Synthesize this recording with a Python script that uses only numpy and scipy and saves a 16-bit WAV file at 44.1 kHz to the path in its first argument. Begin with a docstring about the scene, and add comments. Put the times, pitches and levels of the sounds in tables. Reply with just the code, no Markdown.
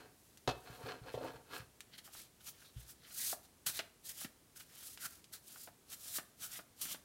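"""A deck of paper cards is shoved over a wooden table, drops onto it and is pushed together with a chatter.
The wood rings under the deck, edges rasp, and bumps of the hand sway the table.
Then the cards are scooped up and shuffled overhand: sliding paper hisses with tiny catches of its fibres,
card edges flick, and packets pat onto the pile in the palm.
All of it is heard close by in a small dry room, over a faint even hush."""
import sys
import numpy as np
from scipy import signal
from scipy.fft import rfft, irfft
from scipy.io import wavfile

SR = 44100
rng = np.random.default_rng(int(sys.argv[2]) if len(sys.argv) > 2 else 0)


def transcribe(u):
    """Save the signal u as a 16-bit wav file named by the first command-line argument.

    u: samples, shape (n,) or (channels, n), limited to [-1, 1]; the rate is SR.
    q: integer samples, one column per channel.
    """
    v = np.clip(np.atleast_2d(u).T, -1, 1)
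    q = np.round(v * 32767).astype(np.int16)
    wavfile.write(sys.argv[1], SR, q)


N = 310854  # length in samples
T = np.arange(N) / SR  # time in seconds
RING = T[:int(.3 * SR)]  # time within one short sound, in seconds


def undb(db):
    """Turn decibels into gain."""
    return 10 ** (np.asarray(db) / 20)


def unit(x):
    """Scale to an rms of 1."""
    return x / np.sqrt(np.mean(x ** 2))


def blow(x):
    """Scale a short sound to the energy of 10 ms at an rms of 1."""
    return x / np.sqrt(np.sum(x ** 2) / (SR / 100))


def fade(t60):
    """Die away by 60 dB in t60 seconds."""
    return np.exp(-np.log(1000) * RING / t60)


def colour(x, points):
    """Filter to a (pitch_hz, level_db) outline, without any sound before its cause."""
    size = 4096
    hz, db = np.transpose(points)
    bins = np.maximum(np.fft.rfftfreq(size, 1 / SR), 1)
    outline_db = np.interp(np.log(bins), np.log(hz), db)
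    # folding the cepstrum forward in time gives the filter its minimum delay
    cepstrum = irfft(np.log(undb(outline_db)))
    cepstrum[1:size // 2] *= 2
    cepstrum[size // 2 + 1:] = 0
    response = irfft(np.exp(rfft(cepstrum)))[:size // 2]
    return signal.oaconvolve(x, response)[:len(x)]


def soften(x, hz, order=2):
    """Low-pass: a soft contact pushes for longer."""
    return signal.sosfilt(signal.butter(order, hz, fs=SR, output="sos"), x)


def resonate(x, hz, q):
    """Bring out one broad resonance; a low q makes it broader."""
    return signal.lfilter(*signal.iirpeak(hz, q, fs=SR), x)


def burst(t60):
    """Make a quickly dying cluster of tiny contacts from noise."""
    return rng.standard_normal(len(RING)) * (fade(t60) + 1e-12)


def mode_waves(modes):
    """Make one decaying sine for each mode of an object."""
    return np.array([undb(db) * fade(t60) * np.sin(2 * np.pi * hz * RING) for hz, db, t60 in modes])


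def ring(waves, spread):
    """Each blow lands on another spot and weights the modes anew, by a spread in dB."""
    signs = rng.choice([-1, 1], len(waves))
    weights = undb(spread * rng.standard_normal(len(waves))) * signs
    return blow(weights @ waves)


def add(out, s, sound):
    """Mix a sound in at time s in seconds."""
    i = int(s * SR)
    out[i:i + len(sound)] += sound[:len(out) - i]


def walk(rate):
    """Wander at random between rate points a second, scaled to an rms of 1."""
    knots = rng.standard_normal(N // 20)
    return unit(np.interp(T * rate, np.arange(len(knots)), knots))


def friction(catch_rate, size_db, smooth, judder_db, judder_rate):
    """Fibres catch and let go at random over a smooth rub; the finger pressure judders."""
    rub = rng.standard_normal(N)
    chance = rng.random(N) * SR / catch_rate  # below 1 about catch_rate times a second
    caught = chance < 1
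    rarity = np.minimum(-np.log(chance[caught]), 5)
    catches = np.zeros(N)
    catches[caught] = np.sign(rub[caught]) * undb(size_db * rarity)
    judder = undb(judder_db * walk(judder_rate))
    return (unit(catches) + smooth * rub) * judder


# a stroke begins and ends this far under its peak; exponent of its rounding
STROKE_DB, STROKE_CURVE = 17.5, 1.46


def strokes(rows):
    """Each stroke speeds up and slows down in one arc; returns the gains of its main and second voice."""
    main, second = np.zeros(N), np.zeros(N)
    for fastest, rise, fall, db, second_db in rows:
        start = max(int((fastest - 2 * rise) * SR), 0)
        near = slice(start, int((fastest + 2 * fall) * SR))
        t = T[near] - fastest
        distance = np.maximum(-t / rise, t / fall)
        power = undb(db - STROKE_DB * distance ** STROKE_CURVE) ** 2
        main[near] += power
        second[near] += power * undb(second_db) ** 2
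    return np.sqrt(main), np.sqrt(second)


# tone of the quiet air: pitch_hz, level_db
AIR_TONE = [(20, -16), (40, -2.5), (65, 3.5), (115, 3), (180, 1), (350, -1.5), (800, -9.5), (2000, -13.5),
            (5000, -14.5), (10000, -13.5), (16000, -18.5)]


def hush():
    """Steady noise, shaped in tone, gives a faint even hush."""
    return undb(-67) * unit(colour(rng.standard_normal(N), AIR_TONE))


def room(dry, wet_db, low_t60, high_t60, bounce):
    """A first bounce comes off the table, then the short tail of the walls, longer in the lows."""
    low = soften(burst(low_t60), 1900)
    tail = (1.3 * low + burst(high_t60)) * np.minimum(RING / 0.0063, 1)  # builds up over 6.3 ms
    tail *= undb(wet_db) / np.sqrt(np.sum(tail ** 2))
    tail[0] += 1  # the direct sound
    tail[int(.0016 * SR)] += bounce
    return signal.oaconvolve(dry, tail)[:N]


# slow sway of the whole table: pitch_hz, level_db, fade_by_60_db_s
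TABLE_SWAY = [(61.7, -9, 0.4), (82.5, -2.5, 0.055), (119.7, 6.5, 0.13), (160, -3.5, 0.1)]
# the hand or wrist bumps the table: start_s, level_db (before a shared trim), contact_cutoff_hz
HAND_BUMPS = [(0.477, -40, 202), (0.698, -52.5, 200), (0.834, -48, 169), (1.013, -52, 170),
              (1.143, -48, 240), (1.348, -58.5, 200), (1.597, -51.5, 298), (2.76, -44.5, 90)]


def hand_bumps():
    """A soft bump of the hand sways the whole table; its soft contact dulls the sound."""
    out = np.zeros(N)
    frame = mode_waves(TABLE_SWAY)
    low_cut = signal.butter(3, 48, "high", fs=SR, output="sos")
    for s, db, contact_hz in HAND_BUMPS:
        sway = signal.sosfilt(low_cut, ring(frame, spread=1))
        add(out, s, undb(db + 2.5) * blow(soften(sway, contact_hz, order=3)))
    return out


# the deck meets the table edge first, falls flat and clatters:
# start_s, level_db, contact_time_s, card_slap_db (relative)
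DECK_FALL_KNOCKS = [(0.4757, -34, 0.000089, -1.5), (.479, -33, 0.00062, -13), (0.4889, -45, 0.00024, 7.5),
                    (.495, -38.5, 0.00033, -2.5), (.508, -46.5, .0003, 1)]
# pushed together, the deck chatters on the wood in even, weakening knocks
CHATTER_START_S, CHATTER_PERIOD_S, CHATTER_COUNT = 1.1397, .0344, 4
CHATTER_DB, CHATTER_STEP_DB, CHATTER_CONTACT_S, CHATTER_SLAP_DB = -38, -2.5, 0.0096, -15


def knocks():
    """List the fall of the deck, then its chatter, in the columns of the fall."""
    rows = list(DECK_FALL_KNOCKS)
    for k in range(CHATTER_COUNT):
        s = CHATTER_START_S + k * CHATTER_PERIOD_S
        db = CHATTER_DB + k * CHATTER_STEP_DB
        rows.append((s, db, CHATTER_CONTACT_S, CHATTER_SLAP_DB))
    return rows


# ring of the table top: pitch_hz, level_db, fade_by_60_db_s
TABLE_RING = [(130, -15, 0.19), (261.4, 0.5, 0.15), (333, -5, 0.13), (397, -12, 0.2), (474.4, -1.5, 0.24),
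              (526, 2.5, 0.12), (612.5, -3, 0.15), (733, 5.5, 0.18), (782, -7.5, 0.18), (907, -0.5, 0.17),
              (1033, -10, 0.43), (1129, -6.5, 0.3), (1300, -16.5, 0.19)]
# the deck's own stiff resonances: pitch_hz, level_db, fade_by_60_db_s
DECK_RING = [(1366, 2.5, 0.085), (1678, 7, 0.038), (2065, -7, 0.096), (2600, -8.5, 0.21), (2920, -12, 0.16),
             (3070, -5, 0.043), (3600, -17, 0.18), (4178, 0, 0.093), (4630, -10, 0.11), (5440, -19, 0.133)]
# tone of the slapping cards: pitch_hz, level_db
SLAP_TONE = [(200, -11), (1000, 7.5), (2200, -5.5), (3600, 1.5), (5500, -7.5), (8000, -16), (16000, -26)]


def deck_knocks():
    """The deck thuds on the ringing table top with a slap of its cards."""
    out = np.zeros(N)
    top, deck = mode_waves(TABLE_RING), mode_waves(DECK_RING)
    for s, db, contact_s, slap_db in knocks():
        press = 1 - np.exp(-(RING / contact_s) ** 2)  # fanned edges meet the wood one after another
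        thud = resonate(resonate(burst(t60=0.016), 480, q=1.67), 576, q=1.33)
        thud = blow(thud * press)
        wood = blow(soften(thud + 0.72 * ring(top, spread=0.81) * press, 1040))
        cards = blow(colour(burst(t60=0.056), SLAP_TONE))
        slap = blow((cards + .5 * ring(deck, spread=3.3)) * press)
        add(out, s, undb(db) * (wood + undb(slap_db) * slap))
    return out


# the deck is shoved over the table: fastest_s, speeding_up_s, slowing_down_s,
# level_db, edge_rasp_db (relative, before a trim of the rasp)
DECK_SHOVES = [(0.0, .03, 0.11, -57, -4.5), (.675, 0.037, 0.069, -56.5, -3), (.74, .06, 0.065, -61, 1),
               (.81, 0.052, 0.052, -52.5, -21), (.892, 0.099, 0.11, -48, -2.5),
               (1.082, 0.053, 0.052, -53, -2), (1.245, 0.065, 0.16, -48.5, -8.5),
               (1.555, 0.077, 0.075, -54, 1)]
# tone of the deck dragging on wood: pitch_hz, level_db
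DRAG_TONE = [(40, -37), (120, -3.5), (230, -9.5), (400, -2.5), (550, -0.5), (780, -4), (1050, -12),
             (2000, -19.5), (6000, -39)]
# tone of the rasping edges: pitch_hz, level_db
RASP_TONE = [(300, -34), (900, 1.5), (1300, 4), (2200, -2.5), (4400, -6), (6000, -14), (10000, -31),
             (16000, -51)]


def dragged_deck():
    """Card edges rasp on the wood in uneven scuffs and set both the deck and the table top ringing."""
    wood_gain, rasp_gain = strokes(DECK_SHOVES)
    scuff = unit(undb(.9 * walk(rate=45)))
    rub = scuff * friction(catch_rate=900, size_db=-1.0, smooth=0.97, judder_db=1.7, judder_rate=70)
    top = signal.oaconvolve(rub, ring(mode_waves(TABLE_RING), spread=1.0))[:N]
    wood = unit(unit(colour(rub, DRAG_TONE)) + 1.14 * unit(top))
    scrape = scuff * friction(catch_rate=1200, size_db=3.5, smooth=0.75, judder_db=2.5, judder_rate=90)
    deck = signal.oaconvolve(scrape, ring(mode_waves(DECK_RING), spread=0.64))[:N]
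    rasp = unit(unit(colour(scrape, RASP_TONE)) + .5 * unit(deck))
    return wood_gain * wood + rasp_gain * rasp * undb(1.84)


# a card edge snaps free: start_s, level_db (before a shared trim), pitch_hz (where it is brightest)
EDGE_FLICKS = [(0.3735, -56, 4500), (1.806, -46.5, 4150), (3.6653, -44, 5500), (3.747, -51, 3800),
               (4.975, -49.5, 2683), (5.2427, -55.5, 4440), (5.3275, -57, 8000), (6.815, -40.5, 8000)]


def edge_flicks():
    """A card edge snaps free with a sharp tick and a short flutter."""
    out = np.zeros(N)
    for s, db, bright_hz in EDGE_FLICKS:
        snap = blow(burst(t60=0.001)) + blow(burst(t60=0.055))  # tick and flutter
        bright = resonate(resonate(snap, bright_hz, q=0.5), bright_hz, q=0.5)
        add(out, s, undb(db - 3.5) * blow(bright))
    return out


# resonances of the hollow between the cupped hands: pitch_hz, level_db
HAND_HOLLOW = [(120, 3), (270, 2.5), (440, -4), (700, 5), (980, -4.5), (1300, 0.5), (1700, -0.5),
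               (2000, -1.5), (2400, -1), (2900, 1), (6000, 0.5)]
# a packet slides off the deck and lands on the pile in the palm (levels before shared trims):
# landing_s, slide_s, hiss_db, rustle_db (relative to hiss), clap_db, clap_pitch_hz,
# palm_thud_db (relative to clap), thud_pitch_hz
CARD_PACKETS = [(2.076, 0.046, -57.5, -7, -57.5, 950, -19, 250),
                (2.15, 0.034, -53.5, -10, -56.5, 1140, -13, 250),
                (3.3281, 0.22, -38, -16.5, -43.5, 810, -7.5, 374),
                (3.7911, 0.072, -45, -5.5, -36, 2000, -8.5, 393),
                (4.214, 0.086, -48, -12.5, -54.5, 1100, -13, 250),
                (4.246, 0.071, -47.5, -8.5, -46, 2000, -1, 200),
                (4.606, 0.014, -50.5, -8.5, -54.5, 2550, -22, 250),
                (5.044, 0.057, -47, -9.5, -55, 1510, -16, 250),
                (5.5591, 0.14, -55.5, -8.5, -55, 1330, -20, 250),
                (5.6738, 0.17, -54, -14.5, -52, 950, -6, 395),
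                (6.1836, 0.25, -48.5, -9.5, -42.5, 1410, -8, 304),
                (6.59, 0.13, -49.5, -5.5, -50, 1120, -8, 348),
                (6.8544, 0.093, -52.5, -8, -50, 1610, -10, 250),
                (6.945, 0.092, -44.5, -4, -50.5, 1290, -6, 250)]
# the upper cards settle just after the clap
CLAP_T60_S, SETTLE_S, SETTLE_DB, SETTLE_T60_S = 0.046, .012, -10.5, 0.051


def packet_pats():
    """Packets clap the air out from between them and thud into the palm."""
    out = np.zeros(N)
    for s, _, _, _, db, clap_hz, palm_db, palm_hz in CARD_PACKETS:
        air = blow(burst(CLAP_T60_S))
        add(air, SETTLE_S, undb(SETTLE_DB) * blow(burst(SETTLE_T60_S)))
        clap = blow(resonate(resonate(air, clap_hz, q=1.0), clap_hz, q=0.5))
        palm = blow(resonate(resonate(burst(t60=0.048), palm_hz, q=0.91), palm_hz, q=0.64))
        add(out, s, undb(db - 1) * (clap + undb(palm_db) * palm))
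    return colour(out, HAND_HOLLOW)


# a falling packet swells by this much and is fastest at this share of its way
SLIDE_SWELL_DB, SLIDE_PEAK_SHARE = 22, 0.7
# the pile brakes it from this long before it lands, and this fast
SLIDE_BRAKE_S, SLIDE_STOP_DB_PER_S = 0.0031, 523


def packet_slides():
    """A released packet speeds up, eases near the pile and stops on landing; gains of hiss and rustle."""
    hiss, rustle = np.zeros(N), np.zeros(N)
    for lands, length, db, rustle_db, *_ in CARD_PACKETS:
        near = slice(int((lands - 2 * length) * SR), int(lands * SR) + len(RING))
        t = T[near] - lands
        way = 1 + np.minimum(t, 0) / length  # 0 at the start, 1 on landing
        swell_db = SLIDE_SWELL_DB * (way / SLIDE_PEAK_SHARE - 1) ** 2
        brake_db = SLIDE_STOP_DB_PER_S * np.maximum(t + SLIDE_BRAKE_S, 0)
        power = undb(db - swell_db - brake_db) ** 2
        hiss[near] += power
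        rustle[near] += power * undb(rustle_db) ** 2
    return np.sqrt(hiss), np.sqrt(rustle)


# the hands lift or square a packet, card brushing on card: fastest_s, speeding_up_s,
# slowing_down_s, hiss_db, rustle_db (relative to hiss); both before shared trims
HAND_SWISHES = [(.26, .25, 0.22, -71.5, -13), (.78, 0.41, .12, -65, -3.5), (1.15, 0.056, .04, -61, 0),
                (1.55, 0.05, 0.082, -55, -3), (1.955, 0.046, 0.018, -66, 4),
                (1.985, 0.011, 0.026, -57, 1.5), (2.195, 0.098, 0.072, -53.5, -3.5),
                (2.409, 0.0093, .03, -64, 0), (2.488, 0.054, 0.031, -48, -6), (2.655, 0.21, 0.064, -64, 0),
                (2.81, 0.074, .07, -61, -1.5), (2.893, 0.035, 0.047, -52.5, -7),
                (3.09, 0.091, 0.16, -64.5, 3), (3.445, 0.031, 0.033, -64, -2),
                (3.667, 0.0056, 0.051, -34, -8), (4.045, 0.0067, .02, -57, -14),
                (4.064, 0.028, 0.058, -49, -11.5), (4.096, 0.012, 0.042, -46.5, -8.5),
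                (4.563, 0.01, 0.1, -55.5, -7.5), (4.76, 0.11, 0.091, -64, 1),
                (4.865, 0.15, 0.13, -50.5, -11), (5.06, 0.026, 0.024, -41.5, -5.5),
                (5.135, 0.074, 0.09, -58.5, -6.5), (5.334, 0.013, 0.051, -47.5, -8.5),
                (5.935, 0.052, 0.028, -49.5, -4.5), (6.163, 0.048, .035, -38.5, -17),
                (6.442, 0.049, 0.049, -45, -7), (6.819, 0.011, 0.073, -39, -11)]
# tone of sliding paper faces: pitch_hz, level_db
HISS_TONE = [(500, -37), (1500, -23), (3000, -8), (4500, -3), (7000, -1), (10000, 0), (13000, -0.5),
             (16000, -5)]
# tone of bending sheets: pitch_hz, level_db
RUSTLE_TONE = [(50, -11), (130, -5), (300, -9), (700, -10.5), (1000, -5), (1500, -1), (2800, -3),
               (4000, -2.5), (6000, -6.5), (12000, -42.5)]


def sliding_cards():
    """Paper faces hiss; bending sheets add a lower, grainier rustle whose resonances shift with the grip."""
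    hiss_gain, rustle_gain = np.hypot(strokes(HAND_SWISHES), packet_slides())
    shove_gain, _ = strokes(DECK_SHOVES)
    hiss_gain = np.hypot(hiss_gain, undb(-17) * shove_gain)  # shoved cards shift on each other
    faces = friction(catch_rate=9700, size_db=-0.5, smooth=1.07, judder_db=1.87, judder_rate=110)
    hiss = colour(faces, HISS_TONE)
    # the moving hand reflects the hiss a moment later, with a wandering delay in seconds
    hand_lag = 0.0006 * undb(2.36 * walk(rate=2.5))
    echo = np.interp(np.arange(N) - hand_lag * SR, np.arange(N), hiss)
    hiss = unit(hiss + 0.15 * echo)
    grain = friction(catch_rate=2200, size_db=1.8, smooth=0.54, judder_db=1.6, judder_rate=80)
    rub = colour(grain, RUSTLE_TONE)
    sheets = sum(resonate(rub, hz, q=7.3) * walk(rate=18) for hz in (1466, 1990, 3100, 4050))
    rustle = unit(colour(rub + 0.99 * sheets, HAND_HOLLOW))
    return hiss_gain * hiss * undb(0.5) + rustle_gain * rustle * undb(0.13)


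def scene():
    """Put cards and table in the room, over the hush; the same in both ears."""
    table = hand_bumps() + deck_knocks() + dragged_deck()
    cards = edge_flicks() + packet_pats() + sliding_cards()
    mono = room(table + cards, wet_db=-14, low_t60=0.38, high_t60=0.34, bounce=0.034) + hush()
    return np.array([mono, mono])


def record(dry):
    """Cut the top of the treble steeply, above 15850 Hz."""
    return signal.sosfilt(signal.ellip(10, .2, 70, 15850, fs=SR, output="sos"), dry)


dry = scene()
out = record(dry)
transcribe(out)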